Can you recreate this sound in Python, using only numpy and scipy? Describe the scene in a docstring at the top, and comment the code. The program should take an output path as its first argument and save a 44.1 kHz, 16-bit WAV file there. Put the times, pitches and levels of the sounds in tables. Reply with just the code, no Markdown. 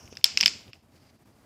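"""Squeezed plastic bottle

A thin plastic water bottle is squeezed close to a phone in a small soft room.
Dents snap over: runs of tiny random cracks ring damped wall modes, with a bright tick on top.
Each snap feeds a noise tail with early echoes; decaying sines make dull knocks.
Shaped noise makes the hand's brushing, the handling rumble and the faint room air."""
import sys
import numpy as np
from scipy import signal
from scipy.fft import rfft, irfft
from scipy.io import wavfile
from scipy.ndimage import uniform_filter1d

SR = 44100
rng = np.random.default_rng(int(sys.argv[2]) if len(sys.argv) > 2 else 0)


def wrap_up_sound(samples):
    """Save the sound to the file named by the first command line argument, as 16-bit audio."""
    columns = np.atleast_2d(samples).T
    # keep every value between -1 and 1, then stretch to whole-number steps
    tamed = np.clip(columns, -1, 1)
    steps = np.round(tamed * 32767).astype(np.int16)
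    wavfile.write(sys.argv[1], SR, steps)


def ratio(d):
    """dB to gain"""
    e = np.asarray(d, float) / 20
    return 10 ** e


N = 63945

# hand brushing the plastic, before its flutter [t/s, level/dB]
BRUSH_LEVEL = [(0, -57.5), (.045, -56.5), (.1, -64.5), (.125, -52.5), (.15, -67), (.2, -84), (.23, -73.5),
               (.65, -94.5), (.72, -104.5), (.76, -77.5), (.8, -101.5), (.95, -70.5), (1.04, -68.5),
               (1.1, -63.5), (1.115, -76.5), (1.3, -78.5), (1.45, -72.5)]
# relative spectrum of the first brushing [f/Hz, level/dB]
BRUSH_COLOUR = [(880, -36.5), (1500, -3), (1930, -18.5), (2080, -12.5), (2920, -2), (3890, -20.5),
                (5470, 4.5), (6780, -2.5), (7700, -21), (10000, -25), (13000, -44.5), (22000, -120)]
# relative spectrum of the later, lighter brushing [f/Hz, level/dB]
SLIDE_COLOUR = [(880, -36), (1500, -13), (1980, -4), (3740, -9.5), (4740, -0.5), (6410, -12), (8460, -20.5),
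                (10000, -21), (13000, -51.5), (22000, -120)]
# handling rumble, before swell and flutter [t/s, level/dB]
RUMBLE_LEVEL = [(0, -68.5), (.045, -59), (.1, -65), (.125, -56), (.15, -63.5), (.18, -61.5), (.225, -59),
                (.255, -52), (.285, -67), (.335, -60), (.43, -56), (.56, -58), (.65, -68.5), (.69, -56.5),
                (.72, -62), (1.45, -62)]
# relative spectrum of the rumble [f/Hz, level/dB]
RUMBLE_COLOUR = [(12, -47), (20, -15), (27, -19.5), (53, -9.5), (86, 0), (130, -2.5), (161, -6.5),
                 (229, -4.5), (700, -21.5), (910, -49.5), (1540, -120)]
# relative spectrum of the room air [f/Hz, level/dB]
AIR_COLOUR = [(180, -31), (300, -5), (441, -9.5), (587, -5), (638, -2.5), (3770, -20.5), (4770, -22.5),
              (6560, -21), (15200, -24), (16500, -48.5)]
# shared swells and brief dips of rumble and air [t/s, level/dB]
BACKGROUND_SWELL = [(0, 7.5), (.09, 7.5), (.105, 3), (.13, 5), (.2, 8.5), (.235, -9), (.3, 6.5), (.6, 4.5),
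                    (.7, 3), (.725, -13), (.74, 3.5), (.78, -1), (.822, -8), (.832, 1.5), (.89, -2),
                    (.94, 2), (1.1, 0.5), (1.13, -2.5), (1.16, 3), (1.182, -8.5), (1.195, 2.5),
                    (1.225, 3.5), (1.247, -12), (1.258, 3.5), (1.272, 3), (1.29, 3), (1.33, -1), (1.41, 5),
                    (1.45, 1.5)]
# snaps of dents, loud and faint; modes and tick are set against the high modes
# [t/s, peak level/dB, low modes level/dB, middle modes level/dB, tick level/dB, run length/ms]
SNAPS = [(.0760, -43.5, 7.5, -10.5, -35, 1.5), (.1262, -37.5, 5, -5.5, -18, .4),
         (.1530, -40, -10, -5, -20.5, 1.2), (.1590, -46.5, 2.5, 0.5, -30, 1.0),
         (.1702, -25, -6.5, -10.5, -24.5, 1.6), (.2105, -44.5, 6, 2.5, -32, 2.5),
         (.2265, -52, 3.5, 0, -27.5, 1.2), (.2419, 3, -16.5, -1.5, -12, 1.6),
         (.3730, -4, -2.5, -13, -27.5, 1.2), (.4038, -17, 1, -3, -31.5, .8),
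         (.4094, -1, -9, -12.5, -25.5, 1.3), (.4288, -8, 1.5, -7, -35.5, 1.0),
         (.4347, -8, 3.5, -7, -33.5, .5), (.4589, 2, -4, -3.5, -21, 1.6), (.4787, -9, -6.5, -10.5, -29, .8),
         (.6490, -67, -34, -8, -28, 0.59), (.6788, -43, 10, 12, -32, 1.6),
         (.7318, -31, 3.5, -13, -23.5, 0.37), (.7440, -60, 12, 0, -32, 1.2), (.7545, -49, 5, -4, -29, 0.43)]
# families of wall modes, before each dent's scatter [f/Hz, level/dB]
LOW_MODES = [(1100, -20), (1550, -20), (2050, -13), (2580, 0), (2900, -5)]
MIDDLE_MODES = [(3250, -3), (3550, 0), (4350, 0)]
HIGH_MODES = [(4700, -9.5), (5100, 12.5), (5500, 2.5), (6300, -19), (7000, -15.5), (7700, -15.5),
              (8700, -24.5)]
# tail of the small room [f/Hz, level/dB, t60/s]
ROOM_TAIL = [(200, -28, 0.38), (612, -16.5, 0.16), (1200, -13.5, 0.37), (2000, -12.5, .3), (2673, -9, 0.77),
             (4046, -9.5, .3), (4500, -2, 0.39), (5200, 1, .32), (6200, -10.5, .3), (7446, -8, 0.49),
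             (8120, -14.5, .27), (8900, -19, 0.091), (12120, -23, 0.084), (16000, -31, .2)]
# wall echoes; each peaks ECHO_S after its listed time [t/s, level over the tail/dB]
ECHOES = [(.0101, 6), (.0140, 4), (.0175, 3), (.0225, 2)]
# soft knocks on the bottle's body [t/s, level/dB, f/Hz, t60/s]
KNOCKS = [(.1263, -33, 450, .014), (.429, -37, 200, .06), (.429, -33, 950, .015), (.435, -33, 850, .015),
          (.410, -31, 1050, .015), (.459, -40, 300, .04), (.679, -48, 200, .03)]

SLIDE_FROM_S = 0.47  # the later brushing takes over
AIR_DB = -67.5  # before swell and flutter
RING_T60_S, RISE_S = .0055, .0003  # decay and build-up of a wall mode
MODE_SCATTER_DB, MODE_SCATTER_HZ_SHARE = 1.5, .015  # spread from dent to dent
CREAK_DB, CREAK_MS = -16.5, 4.4  # weaker cracks trailing each snap
THIN_HZ, DULL_HZ, CRACK_HZ = 1300, 8640, 11570  # edges of the snap's band; pitch of its tick
ROOM_DB, ROOM_START_S, ECHO_S = -15, .011, 0.00079  # tail before its shaping, its onset, echo width
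LOW_CUT_HZ, TOP_HZ, CLIP = 45, 16000, .9  # the phone's range and the ceiling of its peaks


def curve(rows):
    """Straight lines through (s, value) rows."""
    rows = np.array(rows, float)
    return np.interp(np.arange(N) / SR, rows[:, 0], rows[:, 1])


def shape(rows, hz, col=1):
    """A spectrum column read on a log-frequency axis."""
    rows = np.array(rows, float)
    return np.interp(np.log(hz + 1), np.log(rows[:, 0]), rows[:, col])


def noise(colour):
    """Noise of a colour, rms 1."""
    hz = np.arange(N // 2 + 1) * SR / N
    x = irfft(rfft(rng.standard_normal(N)) * ratio(shape(colour, hz)), N)
    return x / np.std(x)


def walk(rate):
    """Random levels held 1 / rate s, then smoothed; spread 1."""
    hold = int(SR / rate)
    steps = np.repeat(rng.standard_normal(N // hold + 1), hold)
    x = uniform_filter1d(uniform_filter1d(steps, hold), hold)[:N]
    return x / np.std(x)


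def add(out, s, x):
    """Mix x in from time s."""
    i = int(s * SR)
    out[i:i + len(x)] += x[:N - i]


def unit(x):
    """Energy 1 along time."""
    return x / np.sqrt(np.sum(x ** 2, axis=-1, keepdims=True))


def brush():
    """A hand rubs the plastic: fluttering noise that changes colour once."""
    early = np.arange(N) < SLIDE_FROM_S * SR
    rub = np.where(early, noise(BRUSH_COLOUR), noise(SLIDE_COLOUR))
    return rub * ratio(curve(BRUSH_LEVEL) + 2.2 * walk(150))


def rumble(flutter):
    """Handling rumble: mostly low noise that swells and flutters."""
    level = curve(RUMBLE_LEVEL) + curve(BACKGROUND_SWELL) + 1.5 * flutter
    return noise(RUMBLE_COLOUR) * ratio(level)


def air(flutter):
    """Faint room air: shaped noise under the same swell and flutter as the rumble."""
    return noise(AIR_COLOUR) * ratio(AIR_DB + curve(BACKGROUND_SWELL) + 0.98 * flutter)


def wall(modes, push):
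    """Quickly damped modes, a little different at each dent, each rung by its own cracks."""
    hz, db = np.array(modes, float).T[:, :, None]
    db_scatter, hz_scatter = rng.standard_normal((2, len(modes), 1))
    hz = hz * (1 + MODE_SCATTER_HZ_SHARE * hz_scatter)
    t = np.arange(512) / SR
    envelope = (1 - np.exp(-t / RISE_S)) * np.exp(-np.log(1000) * t / RING_T60_S)
    ring = envelope * np.sin(2 * np.pi * hz * t)
    cracks = push * rng.standard_normal((len(modes), len(push)))
    rung = unit(signal.fftconvolve(cracks, ring, axes=1))
    return unit((ratio(db + MODE_SCATTER_DB * db_scatter) * rung).sum(0))


def snaps(rows):
    """A crack run with a weaker trail rings the wall and ticks; second row: drive for the room."""
    out, t = np.zeros((2, N)), np.arange(1024) / SR
    body = signal.butter(2, [THIN_HZ, DULL_HZ], "band", fs=SR, output="sos")
    tick_band = signal.butter(2, [CRACK_HZ * .72, CRACK_HZ * 1.2], "band", fs=SR, output="sos")
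    for s, db, low_db, mid_db, tick_db, ms in rows:
        u = t * 1000 / max(ms, .1)  # time in run lengths
        run = u ** .3 * np.exp(-u ** 3)
        creak = ratio(CREAK_DB) * np.minimum(u, 1) * np.exp(-t * 1000 / CREAK_MS)
        push = run + creak
        ringing = wall(HIGH_MODES, push)
        ringing = ringing + ratio(low_db) * wall(LOW_MODES, push)
        ringing = ringing + ratio(mid_db) * wall(MIDDLE_MODES, push)
        snap = signal.sosfilt(body, ringing)
        tick = unit(signal.sosfilt(tick_band, run * rng.standard_normal(1024)))
        snap[:1024] += ratio(tick_db) * tick
        snap = snap * ratio(db) / np.abs(snap).max()
        add(out[0], s, snap)
        out[1, int(s * SR)] = np.sqrt(np.sum(snap ** 2))  # one impulse of the snap's energy
    return out


def room(sent):
    """A dense tail dies band by band, with a few wall echoes standing out at its start."""
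    t = np.arange(SR // 2) / SR
    f = np.fft.rfftfreq(len(t), 1 / SR)
    hiss = rfft(rng.standard_normal(len(t))) * ratio(shape(ROOM_TAIL, f))
    tail = np.zeros(len(t))
    for hz in 150 * 2 ** np.arange(0, 7, .5):  # half-octave bands
        band = irfft(hiss * np.exp(-(np.log2((f + 1) / hz) / .4) ** 2), len(t))
        tail += band * np.exp(-np.log(1000) * t / shape(ROOM_TAIL, hz, col=2))
    rise = np.clip((t - ROOM_START_S) / .004, 0, 1)
    echoes = sum(ratio(db) * np.exp(-((t - s - ECHO_S) / ECHO_S) ** 2) for s, db in ECHOES)
    response = ratio(ROOM_DB) * unit(tail) * (rise + echoes)
    return signal.fftconvolve(sent, response)[:N]


def knocks():
    """Dull pushes on the full body of the bottle: decaying sines."""
    out, t = np.zeros(N), np.arange(8192) / SR
    for s, db, hz, t60 in KNOCKS:
        decay = np.exp(-np.log(1000) * t / t60)
        add(out, s, ratio(db) * np.sin(2 * np.pi * hz * t) * decay)
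    return out


def scene():
    """Bottle with its room, hand, rumble and air."""
    flutter = walk(70)  # shared by rumble and air
    background = brush() + rumble(flutter) + air(flutter)
    near, sent = snaps(SNAPS)
    return (background + near + room(sent) + knocks())[None]


def band_limit(x):
    """A steep low-pass at the top of the band."""
    return signal.sosfilt(signal.butter(12, 16820, fs=SR, output="sos"), x)


def record(dry):
    """The phone cuts both ends of the range and rounds the sharpest peaks."""
    band = signal.butter(3, [LOW_CUT_HZ, TOP_HZ], "band", fs=SR, output="sos")
    x = signal.sosfilt(band, dry)
    mix = x / (1 + np.abs(x / CLIP) ** 10) ** (1 / 10)
    return band_limit(mix)


dry = scene()
out = record(dry)
wrap_up_sound(out)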